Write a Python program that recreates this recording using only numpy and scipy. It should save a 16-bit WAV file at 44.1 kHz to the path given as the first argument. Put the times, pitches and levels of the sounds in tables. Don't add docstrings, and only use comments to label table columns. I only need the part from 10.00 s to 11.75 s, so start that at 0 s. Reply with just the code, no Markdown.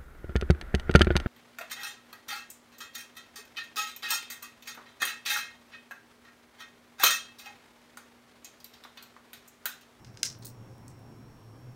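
import sys
import numpy as np
from scipy import signal
from scipy.fft import rfft, irfft
from scipy.io import wavfile
from scipy.ndimage import uniform_filter1d

SR = 44100
rng = np.random.default_rng(int(sys.argv[2]) if len(sys.argv) > 2 else 0)


def int16_out(signal):
    q = np.round(np.clip(np.atleast_2d(signal).T, -1, 1) * 32767)
    wavfile.write(sys.argv[1], SR, q.astype(np.int16))


N = 77175


def amp(db):
    return 10 ** (np.asarray(db) / 20)


def unit(x):
    return x / np.sqrt(np.mean(abs(x) ** 2) + 1e-20)


def curve_at(points, hz):
    point_hz, value = np.transpose(points)
    return np.interp(np.log(hz + 1), np.log(point_hz), value)


def add(mix, start_s, sound):
    part = mix[max(round(start_s * SR), 0):][:len(sound)]
    part += sound[:len(part)]


def drift(count, size):
    return unit(uniform_filter1d(uniform_filter1d(rng.standard_normal(count), size), size))


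def tilt(hz, db_per_octave):
    return amp(db_per_octave * np.log2(np.maximum(hz, 1000) / 6000))


def minimum_phase(gain):
    return -signal.hilbert(np.log(np.r_[gain, gain[-2:0:-1]])).imag[:len(gain)]


def harbour():
    # frequency in Hz, relative noise density in dB.
    colour = [(20, -16), (32, -18), (42, -16.5), (52, -20), (85, -10.5), (112, -5.5), (160, -10.5),
              (225, -10.5), (380, -15.5), (600, -22), (850, -21.5), (1300, -27), (2100, -33), (3530, -39.5),
              (5010, -41), (5600, -39), (6550, -42.5), (9550, -45.5), (15500, -47.5)]
    # time in seconds, boost in dB.
    swell = [(0, -0.5), (.45, 0.5), (.62, 1.5), (.7, 0), (.79, 1.5), (.88, 4.5), (.96, -1.5), (1.02, 1),
             (1.32, -1.5), (1.58, 0.5), (1.75, -1)]
    level_db, patch_db, swell_hz, swell_octaves = -56, 1.38, 720, .6
    hz, t, noise = signal.stft(rng.standard_normal(N), SR, nperseg=2048, noverlap=1536)
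    patches = uniform_filter1d(rng.standard_normal(noise.shape), size=16, axis=0)
    patches = unit(uniform_filter1d(patches, size=8, axis=1))
    gain = amp(curve_at(colour, hz))
    gain /= np.sqrt(np.mean((gain * (hz > 200)) ** 2))
    midrange = np.exp(-(np.log2((hz + 1) / swell_hz) / swell_octaves) ** 2)
    swell_db = np.outer(midrange, np.interp(t, *np.transpose(swell)))
    bed = noise * gain[:, None] * amp(level_db + patch_db * patches + swell_db)
    return signal.istft(bed, SR, nperseg=2048, noverlap=1536)[1][:N]


def hum():
    # time in seconds, level in dB before the trim.
    fader = [(0, -52), (.04, -63), (.09, -48), (.2, -59), (.27, -52), (.38, -52), (.45, -45.5), (.57, -54),
             (.63, -47), (.67, -58), (.71, -45), (.81, -57), (.89, -50), (.97, -55), (1.22, -52),
             (1.37, -58), (1.51, -48), (1.62, -53), (1.69, -46), (1.75, -51)]
    # frequency in Hz, level in dB.
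    tones = [(527.6, -78.5), (5534, -74)]
    pitch_hz, wander_hz, trim_db = 117.85, 8, -2
    t = np.arange(N) / SR
    cycles = np.cumsum(pitch_hz + wander_hz * drift(N, size=1200)) / SR
    level_db = np.interp(t, *np.transpose(fader)) + trim_db
    steady = sum(amp(db) * np.sin(2 * np.pi * (hz * t + rng.random())) for hz, db in tones)
    return np.sqrt(2) * (amp(level_db) * np.sin(2 * np.pi * cycles) + steady)


def surroundings(direct, spread):
    # delay in seconds, gain in dB.
    echoes = [(.0052, -18), (.0070, -18.5), (.0084, -16), (.0128, -19.5), (0.0166, -21), (0.0196, -16.5),
              (0.0236, -15), (0.0304, -19), (0.0352, -20)]
    # frequency in Hz, relative level in dB.
    tail_colour = [(700, -10), (1600, -5), (2800, -7.5), (4100, -4.5), (4950, -5), (5700, 5.5),
                   (6400, -4.5), (7000, 1), (8100, -1.5), (9700, -5), (11200, 1), (15500, -3)]
    # frequency in Hz, seconds to fall by 60 dB.
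    tail_t60 = [(1000, 0.26), (3000, .25), (5800, 0.2), (8000, 0.15), (15000, 0.14)]
    tail_db, build_s, lump_db = -4.5, .019, 2
    t = np.arange(SR // 2) / SR
    hz, frame_s, bands = signal.stft(rng.standard_normal(len(t)), SR, nperseg=256)
    decay = amp(-60 * np.maximum(frame_s - build_s, 0) / curve_at(tail_t60, hz)[:, None])
    tail = signal.istft(bands * decay, SR, nperseg=256)[1][:len(t)]
    build = np.clip((t / build_s) ** 4, .25, 1) * (t > .002)
    tail *= build * amp(lump_db * drift(len(t), size=24))
    colour = amp(tail_db + curve_at(tail_colour, np.fft.rfftfreq(len(t), 1 / SR)))
    response = irfft(rfft(tail / np.linalg.norm(tail)) * colour)[:-500]
    wet = signal.fftconvolve(spread, response)[:N]
    for delay_s, db in echoes:
        add(wet, delay_s, amp(db) * direct)
    return wet


def hands():
    # start in seconds, level at the crest in dB.
    bumps = [(0.417, -60.5), (.455, -55.5)]
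    band_hz, rise_s = [76.5, 250], .016
    age = np.arange(SR // 5) / SR / rise_s
    band = signal.butter(2, band_hz, "band", fs=SR, output="sos")
    out = np.zeros(N)
    for start_s, db in bumps:
        thud = unit(signal.sosfilt(band, rng.standard_normal(len(age))))
        add(out, start_s, amp(db) * age * np.exp(1 - age) * thud)
    return out


def tear(level_db, bright_db, fizz_db, length_s):
    # frequency in Hz, relative level in dB.
    colour = [(800, -36), (2400, -28), (3500, -11), (4300, 0.5), (5400, -1), (6100, 1), (7500, 0),
              (8500, 3.5), (9700, 4.5), (11000, -10), (12000, -1.5), (14500, -1), (15500, 6.5)]
    trim_db, grain_db, fizz_from_hz = -19.5, 6, 10600
    t = np.arange(2048) / SR
    hz, age = np.fft.rfftfreq(len(t), 1 / SR), t / length_s
    ruptures, sizes = rng.standard_normal((2, len(t)))
    run = ruptures * amp(grain_db * sizes) * age ** 2 * np.exp(-2 * age)
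    fizz_shelf = np.clip((hz - fizz_from_hz) / 1000 + .5, 0, 1)
    gain = amp(curve_at(colour, hz) + fizz_db * fizz_shelf) * tilt(hz, bright_db)
    sound = irfft(rfft(run) * gain * np.exp(1j * minimum_phase(gain)))
    return amp(trim_db + level_db) * sound / np.linalg.norm(sound)


def snap(level_db, bright_db, fracture_s, blur):
    # frequency in Hz, width in Hz before scaling by blur, relative level in dB.
    modes = [(1610, 310, -9), (2150, 140, -10.5), (2870, 890, -9), (3650, 450, -9.5), (4150, 210, -4),
             (4983, 360, 1), (5480, 470, -5.5), (6270, 344, 0), (6970, 640, -7), (8240, 490, -8.5),
             (9730, 470, -11), (10440, 260, -17.5), (11800, 410, -21.5), (13200, 2000, -25),
             (15300, 670, -25)]
    trim_db, low_cut_hz = 1.5, 1220
    hz = np.fft.rfftfreq(2048, 1 / SR)
    power = sum(amp(2 * db) / (1 + ((hz - mode_hz) / (.97 * blur * width)) ** 2) ** 3
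                for mode_hz, width, db in modes)
    power /= 1 + (low_cut_hz / (hz + 1)) ** 12
    gain = np.maximum(unit(np.sqrt(power) * tilt(hz, bright_db)), .01)
    delay_s = fracture_s * np.maximum(.75 + .28 * drift(len(hz), size=16), .1)
    phase = minimum_phase(gain) - 2 * np.pi * np.cumsum(delay_s) * hz[1]
    sound = irfft(gain * np.exp(1j * phase))
    return amp(trim_db + level_db) * sound[:len(hz)]


def peeling():
    # start in seconds, relative level in dB,
    # brightness in dB per octave, time scale of the fracture in seconds.
    snaps = [(0.0465, -31.5, -3, .0011), (.0500, -33.5, -6, 0.0012), (.0705, -41, -6, .0016),
             (.1430, -42.5, -7, 0.001), (.1495, -42, -5, .0014), (.1723, -25.5, -3, .0011),
             (0.2308, 0.5, 1.5, .0013), (.2329, -18, -7, 0.00078), (.3005, -24, 3, 0.001005),
             (0.3122, -31, 0, .001), (.3270, -33.5, -2, 0.00067), (.3500, -36, -7, 0.000985)]
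    # start in seconds, relative level in dB,
    # brightness in dB per octave, top-end fizz in dB, time to the crest in seconds.
    tears = [(.3885, -12, 3, 6, 0.00053), (0.4217, -12, -10, -4, .002), (0.4262, -10.5, -15, 1, 0.001),
             (0.4294, -11, -12, 1, 0.004), (0.4462, -4.5, -11.5, 10, 0.0025), (0.4513, 2, 1, -5.5, 0.0017),
             (0.457, 5, -2.5, 7, 0.00088), (0.459, -8, -3, 1, 0.0013), (0.465, -10, 4, 3, 0.0011),
             (.4660, -3.5, -4.5, 2, 0.0016), (0.468, -2, -4, 2, 0.0013), (.7808, -21, -2, -2, 0.0013),
             (0.88, -7.5, 0.5, -10, 0.0011), (0.895, -30, 0, -12, .0012), (0.992, -20.5, 1, 1, 0.00074)]
    tear_send_db = -2.5
    direct, spread = np.zeros((2, N))
    for start_s, *shape in snaps:
        add(direct, start_s, snap(*shape, blur=.87))
        add(spread, start_s, snap(*shape, blur=2.3))
    for start_s, *shape in tears:
        rip = tear(*shape)
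        add(direct, start_s, rip)
        add(spread, start_s, amp(tear_send_db) * rip)
    return direct + surroundings(direct, spread)


def scene():
    return (peeling() + harbour() + hum() + hands())[None]


def record(dry):
    low_pass = signal.firwin(401, 15900, window=("kaiser", 8), fs=SR)
    return signal.oaconvolve(dry, low_pass[None], "same")


dry = scene()
out = record(dry)
int16_out(out)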